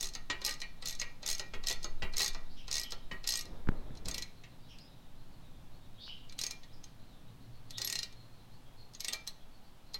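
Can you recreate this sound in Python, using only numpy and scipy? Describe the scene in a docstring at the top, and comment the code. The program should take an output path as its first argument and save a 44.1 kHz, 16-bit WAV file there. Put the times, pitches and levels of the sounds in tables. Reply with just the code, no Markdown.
"""Inside a wheel well in a quiet garage: a hand ratchet backs a bolt out of a caliper, close to a mono camera.
Quick back-swings rattle the pawl over its teeth, and socket and bolt clank: noise bursts that ring steel modes.
Then soft bumps, damped low sines, reach the camera; a second hand steadies the head and a few slow runs follow.
The arms stir the air at the microphone as slow shaped noise, over room air and a faint distant drone.
Small birds chirp outside as gliding, fluttering tones that echo in the garage."""
import sys
import numpy as np
from scipy import signal
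from scipy.fft import rfft, irfft, next_fast_len
from scipy.io import wavfile
from scipy.ndimage import uniform_filter1d

SR = 44100
rng = np.random.default_rng(int(sys.argv[2]) if len(sys.argv) > 2 else 0)


def generate_wav(sig):
    """Save sig (samples, or channels by samples) to the path in sys.argv[1] as 16-bit PCM at SR."""
    pcm = np.round(np.clip(np.atleast_2d(sig).T, -1, 1) * 32767).astype(np.int16)
    wavfile.write(sys.argv[1], SR, pcm)


N = 440559
TIME = np.arange(N) / SR
AGE = np.arange(SR // 3) / SR  # seconds since a blow
HELD_FROM_S = 3.8  # the second hand holds the ratchet head from here on
TOP_HZ = 16000  # band limit of the camera


def amp(db):
    """Decibels to gain."""
    return 10 ** (np.asarray(db) / 20)


def unit(x, size=None):
    """x scaled so that its first size samples have rms 1."""
    return x / np.sqrt(np.mean(x[:size] ** 2) + 1e-20)


def along(points, hz):
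    """(Hz, value) points read on a log axis."""
    f, v = np.transpose(points)
    return np.interp(np.log(hz + 1), np.log(f + 1), v)


def curve(rows):
    """(seconds, value) rows as one value per sample."""
    return np.interp(TIME, *np.transpose(rows))


def fade(t, t60):
    """Exponential decay by 60 dB in t60 seconds."""
    return np.exp(-np.log(1000) * t / t60)


def add(track, s, sound):
    """Mix a sound into the track at s seconds."""
    start = max(round(s * SR), 0)
    track[start:start + len(sound)] += sound[:N - start]


def coloured(x, points):
    """x through a causal, minimum-phase filter with the given (Hz, dB) gain."""
    m = 2 * next_fast_len(len(x) // 2 + 2048, real=True)
    log_gain = np.log(amp(along(points, np.fft.rfftfreq(m, 1 / SR))))
    cepstrum = irfft(log_gain)
    # folding the cepstrum onto positive time makes the filter causal
    cepstrum[1:m // 2] *= 2
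    cepstrum[m // 2 + 1:] = 0
    response = np.exp(rfft(cepstrum))
    return irfft(rfft(x, m) * response)[:len(x)]


def noise(points, size):
    """Coloured noise of rms 1."""
    return unit(coloured(rng.standard_normal(size), points))


def tail(decays, size):
    """A fresh diffuse echo of energy 1: noise whose bands die away at their own rates."""
    hz, t, bands = signal.stft(rng.standard_normal(size), SR, nperseg=256)
    decay = fade(t, along(decays, hz)[:, None])
    echo = signal.istft(bands * decay, SR, nperseg=256)[1]
    return echo / np.linalg.norm(echo)


# Still air of the garage at the microphone. Each row: frequency in Hz, relative level in dB.
ROOM_COLOUR = [(10, -25), (35, -8), (64, -13), (233, -16), (404, -24), (800, -23), (1300, -29), (2100, -33),
               (3500, -32), (5000, -37), (8000, -42), (16000, -44)]
ROOM_DB = -60.7
# Hum of the distant drone. Each row: frequency in Hz, relative level in dB.
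HUM_COLOUR = [(40, -15.5), (64, 9.5), (85, -14), (115, -5), (160, 7.5), (215, -5), (265, 1), (350, -15),
              (600, -30), (1500, -73)]
# Rise and fall of that hum. Each row: time in seconds, relative level in dB.
DRONE_LEVEL = [(4.45, -60), (4.51, -58), (7.13, -61), (7.23, -56), (9.43, -70), (9.99, -82)]
# Strongest note of the drone. Each row: time in seconds, level in dB.
NOTE_SWELL = [(4.3, -69), (4.5, -63.5), (6.9, -66), (7.5, -57.5), (8.2, -61), (8.9, -63.5), (9.5, -87)]


def background():
    """Still room air and a low distant drone, whose strongest note swells for a while: shaped noises."""
    note_colour = [(70, -48.5), (102, -23), (113, -9.5), (126, -16.5), (180, -62.0), (500, -100)]
    note = amp(curve(NOTE_SWELL)) * noise(note_colour, N)
    hum = amp(curve(DRONE_LEVEL) - 5.5) * noise(HUM_COLOUR, N)
    return amp(ROOM_DB) * noise(ROOM_COLOUR, N) + hum + note


def chirp(length, from_hz, to_hz, rough, arch=0.0298):
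    """A small bird's note: an arched glide with a rough, fluttering pitch."""
    u = np.linspace(0, 1, round(length * SR))
    flutter = unit(uniform_filter1d(rng.standard_normal(len(u)), size=36))
    glide = from_hz + (to_hz - from_hz) * u
    hz = glide * (1 + arch * np.sin(np.pi * u) + rough * flutter)
    return unit(np.sin(np.pi * u) * np.sin(2 * np.pi * np.cumsum(hz) / SR))


# Reverberation of the garage. Each row: frequency in Hz, 60 dB decay time in seconds.
GARAGE_DECAY = [(300, 1), (2000, 0.63), (5000, 0.46), (12000, 0.098)]
# Nearer birds outside. Each row: start in seconds, length in seconds, glide from Hz, glide to Hz,
# relative level in dB, pitch flutter as an rms share.
NEAR_CHIRPS = [(2.49, .06, 4210, 4770, -63, 0.1), (2.558, 0.071, 3180, 2754, -57.5, 0.12),
               (2.558, 0.072, 5700, 5100, -65, .08), (2.826, 0.068, 3140, 2940, -51, .06),
               (4.68, 0.073, 3220, 2590, -60, 0.11), (4.679, 0.065, 5500, 5060, -65.5, .08),
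               (4.792, 0.044, 4710, 5060, -60, 0.05), (5.972, 0.11, 3225, 3890, -55, .05),
               (5.99, .11, 3970, 4880, -54.5, 0.1), (6.063, 0.077, 3090, 2900, -48.5, 0.07),
               (6.723, 0.031, 4900, 5030, -63.5, 0.06), (7.717, .09, 3325, 4000, -51, .06),
               (8.162, 0.038, 4180, 4120, -62, 0.01), (8.761, 0.084, 4180, 4200, -63.5, 0.03)]
# farther birds: relative level, middle pitch, its log spread, length in seconds, flutter share
FLOCK_DB, FLOCK_HZ, FLOCK_SPREAD, FLOCK_CHIRP_S, FLOCK_ROUGH = -72, 3770, 0.13, .08, 0.0544


def birds(count, direct_db, wet_db):
    """Small birds chirp outside, a few near and many far, and echo diffusely in the garage."""
    track = np.zeros(N)
    for s, length, from_hz, to_hz, db, rough in NEAR_CHIRPS:
        add(track, s, amp(db) * chirp(length, from_hz, to_hz, rough))
    for k in range(count):
        from_hz, to_hz = FLOCK_HZ * np.exp(FLOCK_SPREAD * rng.standard_normal(2))
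        s = (k + rng.random()) / count * TIME[-1]  # one at random in each equal share of the time
        add(track, s, amp(FLOCK_DB) * chirp(FLOCK_CHIRP_S, from_hz, to_hz, FLOCK_ROUGH))
    echo = signal.fftconvolve(track, tail(GARAGE_DECAY, size=16384))[:N]
    return amp(direct_db) * track + amp(wet_db) * echo


# Air stirred by the arms at the microphone. Each row: time in seconds, relative level in dB.
AIR_LEVEL = [(0.0, -43.5), (0.5, -50.5), (0.8, -45.5), (1.05, -49), (1.89, -40.5), (3.62, -49),
             (3.7, -35.5), (4.48, -60), (5.65, -49.5), (5.95, -52), (9.93, -59.5), (9.99, -54.5)]
# Colour of that air. Each row: frequency in Hz, relative dB per Hz.
DRAUGHT_COLOUR = [(3, -5.5), (8, 3), (13, 0), (19, -13), (27, -16.5), (45, -25), (80, -36.5), (200, -44),
                  (600, -97)]
# Sleeve brushing past. Each row: time in seconds, relative level in dB.
CLOTH_LEVEL = [(3.45, -41), (3.66, -52), (3.7, -40.5), (3.86, -46.5), (4.045, -47.5), (4.074, -37.5),
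               (4.16, -43.5), (4.35, -61)]
# Colour of the sleeve. Each row: frequency in Hz, relative dB per Hz.
SLEEVE_COLOUR = [(20, 9), (60, 1.5), (200, -5.5), (400, -9.5), (800, -16.5), (2000, -29), (6000, -54)]


def arms():
    """Moving arms push slow waves of air at the microphone, and a sleeve brushes past: shaped noises."""
    draught = amp(curve(AIR_LEVEL) + 6.5) * noise(DRAUGHT_COLOUR, N)
    passing = curve([(3.4, 0), (3.55, 0.98), (4.2, 0.76), (4.35, 0.57)])
    sleeve = passing * amp(curve(CLOTH_LEVEL) - 1.5) * noise(SLEEVE_COLOUR, N)
    return draught + sleeve


# Soft bumps on the camera. Each row: start in seconds, relative thud level in dB, tick level in dB.
CAMERA_BUMPS = [(3.673, -26, -34), (3.6885, -12, -19.5), (3.718, -27, -41), (3.739, -35, -45),
                (3.906, -30, -47), (6.079, -60, -39)]


def bumps():
    """A soft touch on the camera: a tick of its case, then one heavily damped push."""
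    track = np.zeros(N)
    for s, thud_db, tick_db in CAMERA_BUMPS:
        tick = np.sin(2 * np.pi * 1450 * AGE) * fade(AGE, 0.0048)
        push = np.sin(2 * np.pi * 175 * AGE) * fade(AGE, 0.014)
        add(track, s, amp(tick_db) * tick)
        add(track, s + 0.00172, amp(thud_db + 0.5) * push)
    return track


# Short, dull low shudders: the hanging hub under hard pushes, and at 4.07 s a soft bump as the sleeve passes.
# Each row: start in seconds, relative level in dB.
LOW_SHUDDERS = [(0.301, -44.5), (1.541, -42), (2.025, -34), (3.117, -40.5), (4.07, -54)]


def shudders():
    """Bursts of low noise that die away: the hub under hard pushes, and one soft bump by the sleeve."""
    track = np.zeros(N)
    colour = [(15, -24), (40, -7), (70, -4), (100, -13), (180, -16.0), (400, -26), (1200, -49)]
    for s, db in LOW_SHUDDERS:
        shudder = noise(colour, len(AGE)) * fade(AGE, 0.22) * (1 - np.exp(-AGE / 0.0036))
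        add(track, s, amp(db - 9.5) * unit(shudder, size=2000))
    return track


# Reverberation close inside the wheel well. Each row: frequency in Hz, 60 dB decay time in seconds.
WELL_DECAY = [(300, 0.27), (2000, 0.24), (5000, 0.073), (12000, 0.098)]


def in_well(x, wet_db, delay):
    """The wheel well answers each blow a little differently as the arm moves; delay in seconds."""
    echo = np.pad(tail(WELL_DECAY, size=6144), (round(delay * SR), 0))
    return x + amp(wet_db) * signal.fftconvolve(x, echo)[:len(x)]


def ring(modes, scatter_db, detune, attack, damping, size):
    """Steel modes; the shifting grip gives every blow new strengths and slightly new pitches."""
    hz, db, t60 = np.transpose(modes)[:, :, None]
    t = AGE[:size]
    strength = amp(db + scatter_db * rng.standard_normal(hz.shape))
    pitch = hz * (1 + detune * rng.standard_normal(hz.shape))
    phase = 2 * np.pi * (pitch * t + rng.random(hz.shape))
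    modes_sum = (strength * fade(t, t60 / damping) * np.sin(phase)).sum(0)
    return modes_sum * (1 - np.exp(-t / attack))


# Modes of the ratchet head. Each row: frequency in Hz before detuning, relative level in dB,
# 60 dB decay time in seconds before damping.
HEAD_MODES = [(3570, -18, 0.085), (3948, -9.5, 0.058), (3978, -9, 0.027), (4167, -0.5, 0.051),
              (4585, -8, 0.019), (5170, -6.5, 0.013), (5140, 5, 0.0066), (6040, -22, 0.013),
              (6156, -2.5, 0.0092), (6403, 2, 0.016), (6910, -7.5, 0.013), (8175, -9.5, 0.016),
              (11500, -20, 0.04), (11300, -25, 0.012), (14500, -34, .018)]
# Fingers touching the tool. Each row: start in seconds, level in dB, centre frequency in Hz.
FINGER_TICKS = [(2.126, -60, 5500), (3.454, -52, 4860), (3.952, -57.5, 4460), (4.786, -54.5, 4200),
                (6.324, -51, 4060), (8.126, -57.5, 4160), (8.936, -56, 5380)]


def fingers():
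    """Fingers shifting on the tool make small noise ticks that faintly ring its head."""
    track = np.zeros(N)
    for s, db, hz in FINGER_TICKS:
        colour = [(hz / 8, -18), (hz / 2, -8), (hz, 0), (hz * 2, -12), (hz * 4, -32)]
        touch = noise(colour, len(AGE)) * fade(AGE, .02)
        head = ring(HEAD_MODES, scatter_db=2, detune=.003, attack=0.0032, damping=0.96, size=len(AGE))
        tick = unit(touch, size=265) + amp(-5) * unit(head, size=265)
        tick = in_well(tick, wet_db=-7, delay=.003)
        add(track, s, amp(db) * unit(tick, size=265))
    return track


# Back-swings of the handle. Each row: start in seconds, length in seconds, number of teeth,
# slowing towards the end as a share, easing at both ends as a share, relative level in dB,
# change over the swing in dB.
BACK_SWINGS = [(0.009, .079, 6, -.07, .29, -34, -12), (0.449, .0907, 7, .05, -.1, -30, -16),
               (0.8572, .0942, 7, .36, .54, -36.5, -11), (1.2627, .0866, 7, .27, .32, -33, -6),
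               (1.6704, .0563, 5, 0, .03, -31, -8), (2.1682, .1113, 9, .2, .22, -31.5, -3),
               (2.7134, .1206, 9, .2, .22, -33, -6), (3.2743, .1358, 9, .1, .05, -32, -7),
               (4.0566, .1663, 6, .28, .1, -40.5, 3), (6.3898, .1192, 5, .42, .36, -34.5, -1),
               (7.782, .2487, 9, .11, .35, -35, 0), (9.005, .1278, 4, .16, .35, -37, 3)]
SOFT_ENDS_DB = -2.5  # teeth at both ends of a swing against those in its middle
TOOTH_BODY_DB, TOOTH_TREBLE_DB = -4.5, 3  # usual colour of a click
LEVEL_SCATTER_DB, BODY_SCATTER_DB, TREBLE_SCATTER_DB = 1.1, 2.5, 1.5  # from tooth to tooth


def teeth():
    """One click per tooth; slowing and easing bend the even spacing and the level drifts over the swing."""
    rows = []
    for start, length, count, slowing, ease, db, change_db in BACK_SWINGS:
        u = np.linspace(0, 1, round(count))  # share of the arc travelled
        bend = u * (1 - u) * (ease * (1 - 2 * u) - slowing)
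        s = start + length * (u + bend)
        level, body, treble = rng.standard_normal((len(u), 3)).T
        level_db = db + change_db * u + SOFT_ENDS_DB * (2 * u - 1) ** 2 + LEVEL_SCATTER_DB * level
        body_db = TOOTH_BODY_DB + BODY_SCATTER_DB * body
        treble_db = TOOTH_TREBLE_DB + TREBLE_SCATTER_DB * treble
        rows += zip(s, level_db, body_db, treble_db)
    return rows


# play taken up before the first tooth of a free swing: lead in seconds, relative levels
SLACK_S, SLACK_CLICK_DB, SLACK_KNOCK_DB = .033, -47.5, -49.5


def slack_times():
    """Each one-handed swing with room before it begins by taking up the play of the socket."""
    return [s - SLACK_S for s, *_ in BACK_SWINGS if SLACK_S < s < HELD_FROM_S]


# Pawl and socket catching as the handle turns round. Each row: start in seconds,
# relative click level in dB, relative knock level in dB, relative low ring in dB.
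TURN_CATCHES = [(0.151, -40.5, -49.5, 0), (0.617, -40.5, -44, -9), (1.015, -38, -41, -4.5),
                (1.3958, -37.5, -46, 5), (1.844, -38.5, -46, 8), (2.347, -46.5, -48.5, 5),
                (2.921, -40.5, -49.5, 6.5)]
# Socket shifting on the bolt in mid-stroke. Each row: start in seconds, relative level in dB,
# relative low ring in dB, relative treble in dB.
SOCKET_SHIFTS = [(0.299, -32.5, -2.5, -3.5), (0.481, -41.5, -6, -20), (1.536, -43, 0.5, -8),
                 (1.701, -40.5, -4, -3), (2.021, -37.5, 1, -8), (2.2, -34, -1.5, 3),
                 (3.112, -41, -1, -11.5), (4.436, -54.5, -6, -5.5), (6.632, -57, -12, 2),
                 (7.797, -49.5, 12, 12), (9.084, -45.5, -9, -7), (9.126, -42, 5, 12.5),
                 (9.944, -54.5, 1, -10)]


def socket_knocks(slack_low_db, slack_treble_db, catch_treble_db):
    """Every knock of the socket: (seconds, relative level, low ring and treble in dB)."""
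    slack = [(s, SLACK_KNOCK_DB, slack_low_db, slack_treble_db) for s in slack_times()]
    catches = [(s, db, low_db, catch_treble_db) for s, _, db, low_db in TURN_CATCHES]
    return SOCKET_SHIFTS + slack + catches


# Modes of socket, bolt and caliper bracket. Each row: frequency in Hz before detuning,
# relative level in dB, 60 dB decay time in seconds before damping.
BRACKET_MODES = [(386, -12.5, 0.15), (480, -9, 0.079), (653, -10, 0.099), (850, -6.5, 0.077),
                 (1114, -12, 0.084), (1220, -12.5, 0.17), (1354, -18, 0.32), (1626, -17.5, 0.092),
                 (1892, 2.5, 0.12), (1956, 2.5, 0.082), (2192, -4.5, 0.14), (2370, -10, 0.36),
                 (2580, -2, 0.052), (2845, -11, 0.19), (2800, -18, 0.1), (3640, -17, 0.11), (3890, 4, 0.14),
                 (4400, 2.5, 0.22), (5270, -15, 0.12)]
# Contact noise of a knock. Each row: frequency in Hz, relative level in dB.
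KNOCK_COLOUR = [(60, -23.5), (300, -12), (900, -3.5), (1600, -10), (2600, -2), (4200, 4), (7000, -4),
                (10000, -26), (16000, -57)]
THUD_DB = 5  # thud of a knock over its low ring


def socket():
    """The loose socket chatters on the bolt, rings the bracket and thuds into the hub."""
    track, size = np.zeros(N), len(AGE)
    for s, db, low_db, treble_db in socket_knocks(slack_low_db=2, slack_treble_db=-1, catch_treble_db=-20):
        damping = 1.8 if s > HELD_FROM_S else 1.1
        chatter = noise(KNOCK_COLOUR, size) * fade(AGE, 0.057) * (1 - np.exp(-AGE / 0.0009))
        steel = ring(BRACKET_MODES, scatter_db=2.0, detune=0.0025, attack=0.0027, damping=damping, size=size)
        knock = unit(steel, size=800) + amp(6.5) * unit(chatter, size=800)
        knock = in_well(knock, wet_db=-2.5, delay=0.002905)
        colour = [(500, low_db + THUD_DB), (850, low_db - 1), (1350, low_db + 4.5),
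                  (1850, 0.91), (2800, 0), (3800, treble_db - 4.5)]
        add(track, s, amp(db - 0.5) * unit(coloured(knock, colour), size=800))
    return track


# Lone clicks of the pawl. Each row: start in seconds, relative level in dB,
# body near 4 kHz in dB, treble in dB.
LONE_CLICKS = [(0.9981, -36.5, -29, -11), (3.9718, -55.5, -3, -6), (6.296, -53, -3, -9.5),
               (6.8407, -51, -9, 1), (7.707, -47, -1, 6), (8.9495, -49, 1, -7), (9.2748, -39, -3, 6.5),
               (9.9432, -39, 7, 2)]
SLIP_S, SLIP_DB = 0.014, -9  # the pawl slips once just before it catches


def pawl_drops(slack_body_db, slack_treble_db, catch_body_db, catch_treble_db, slip_treble_db):
    """Every click of the pawl: (seconds, relative level, 4 kHz body and treble in dB)."""
    slack = [(s, SLACK_CLICK_DB, slack_body_db, slack_treble_db) for s in slack_times()]
    rows = teeth() + LONE_CLICKS + slack
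    for s, db, _, _ in TURN_CATCHES:
        slip = (s - SLIP_S, db + SLIP_DB, TOOTH_BODY_DB, slip_treble_db)
        rows += [slip, (s, db, catch_body_db, catch_treble_db)]
    return rows


# Contact noise of the pawl on a tooth. Each row: frequency in Hz, relative level in dB.
PAWL_COLOUR = [(200, -21.5), (1500, -22), (3000, -7.5), (4000, 0.5), (5000, 2), (6400, -3), (7500, -9),
               (10000, -19.5), (13000, -23.5), (16000, -25.5)]


def pawl():
    """The pawl scrapes up each tooth and snaps down: a tick, a brief chatter, the ring of head and bracket."""
    track, size = np.zeros(N), SR // 5
    t = AGE[:size]
    drops = pawl_drops(slack_body_db=6, slack_treble_db=0, catch_body_db=-0.5, catch_treble_db=-3,
                       slip_treble_db=2)
    for s, db, body_db, treble_db in drops:
        # a hand round the head softens the tick, damps the bracket and makes the click hollower
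        held = s > HELD_FROM_S
        tick_db = -3 if held else 5
        head_db = 1 if held else -1
        damping = 1.8 if held else 1.15
        hollow_db = 3 if held else -1
        chatter_and_tick = fade(t, 0.024) + amp(tick_db) * fade(t, 0.00093)
        snap = noise(PAWL_COLOUR, size) * chatter_and_tick
        head = ring(HEAD_MODES, scatter_db=8.0, detune=0.0025, attack=0.00094, damping=1.2, size=size)
        bracket = ring(BRACKET_MODES, scatter_db=6.5, detune=0.006, attack=0.0072, damping=damping, size=size)
        click = unit(snap, size=265) + amp(head_db) * unit(head, size=265)
        click += amp(-18.5) * unit(bracket, size=265)
        click = in_well(click, wet_db=-5.5, delay=.003)
        colour = [(2700, hollow_db), (4000, body_db), (5500, 0), (6800, 0), (9000, treble_db)]
        click = coloured(click, colour)
        add(track, s, amp(db + 2.5) * unit(click, size=265))
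        # the scrape rises up to the snap
        scrape = noise(PAWL_COLOUR, size=350) * fade(AGE[:350], 0.12)[::-1]
        add(track, s - len(scrape) / SR, amp(db - 11) * scrape)
    return track


def scene():
    """The tool, its faint garage echo, the sounds at the camera and the birds, alike in both channels."""
    surroundings = background() + birds(count=80, direct_db=-4, wet_db=-6)
    at_camera = arms() + bumps()
    low_shudders = shudders()
    tool = fingers() + socket() + pawl()
    garage = np.pad(tail(GARAGE_DECAY, size=24576), (600, 0))
    echo = signal.fftconvolve(tool, garage)[:N]
    mono = surroundings + at_camera + low_shudders + tool + amp(-19.5) * echo
    return np.array([mono, mono])


def record(dry):
    """The camera keeps nothing above its band limit."""
    m = next_fast_len(N + SR // 2)
    kept = np.fft.rfftfreq(m, 1 / SR) < TOP_HZ
    return irfft(rfft(dry, m) * kept, m)[:, :N]


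dry = scene()
out = record(dry)
generate_wav(out)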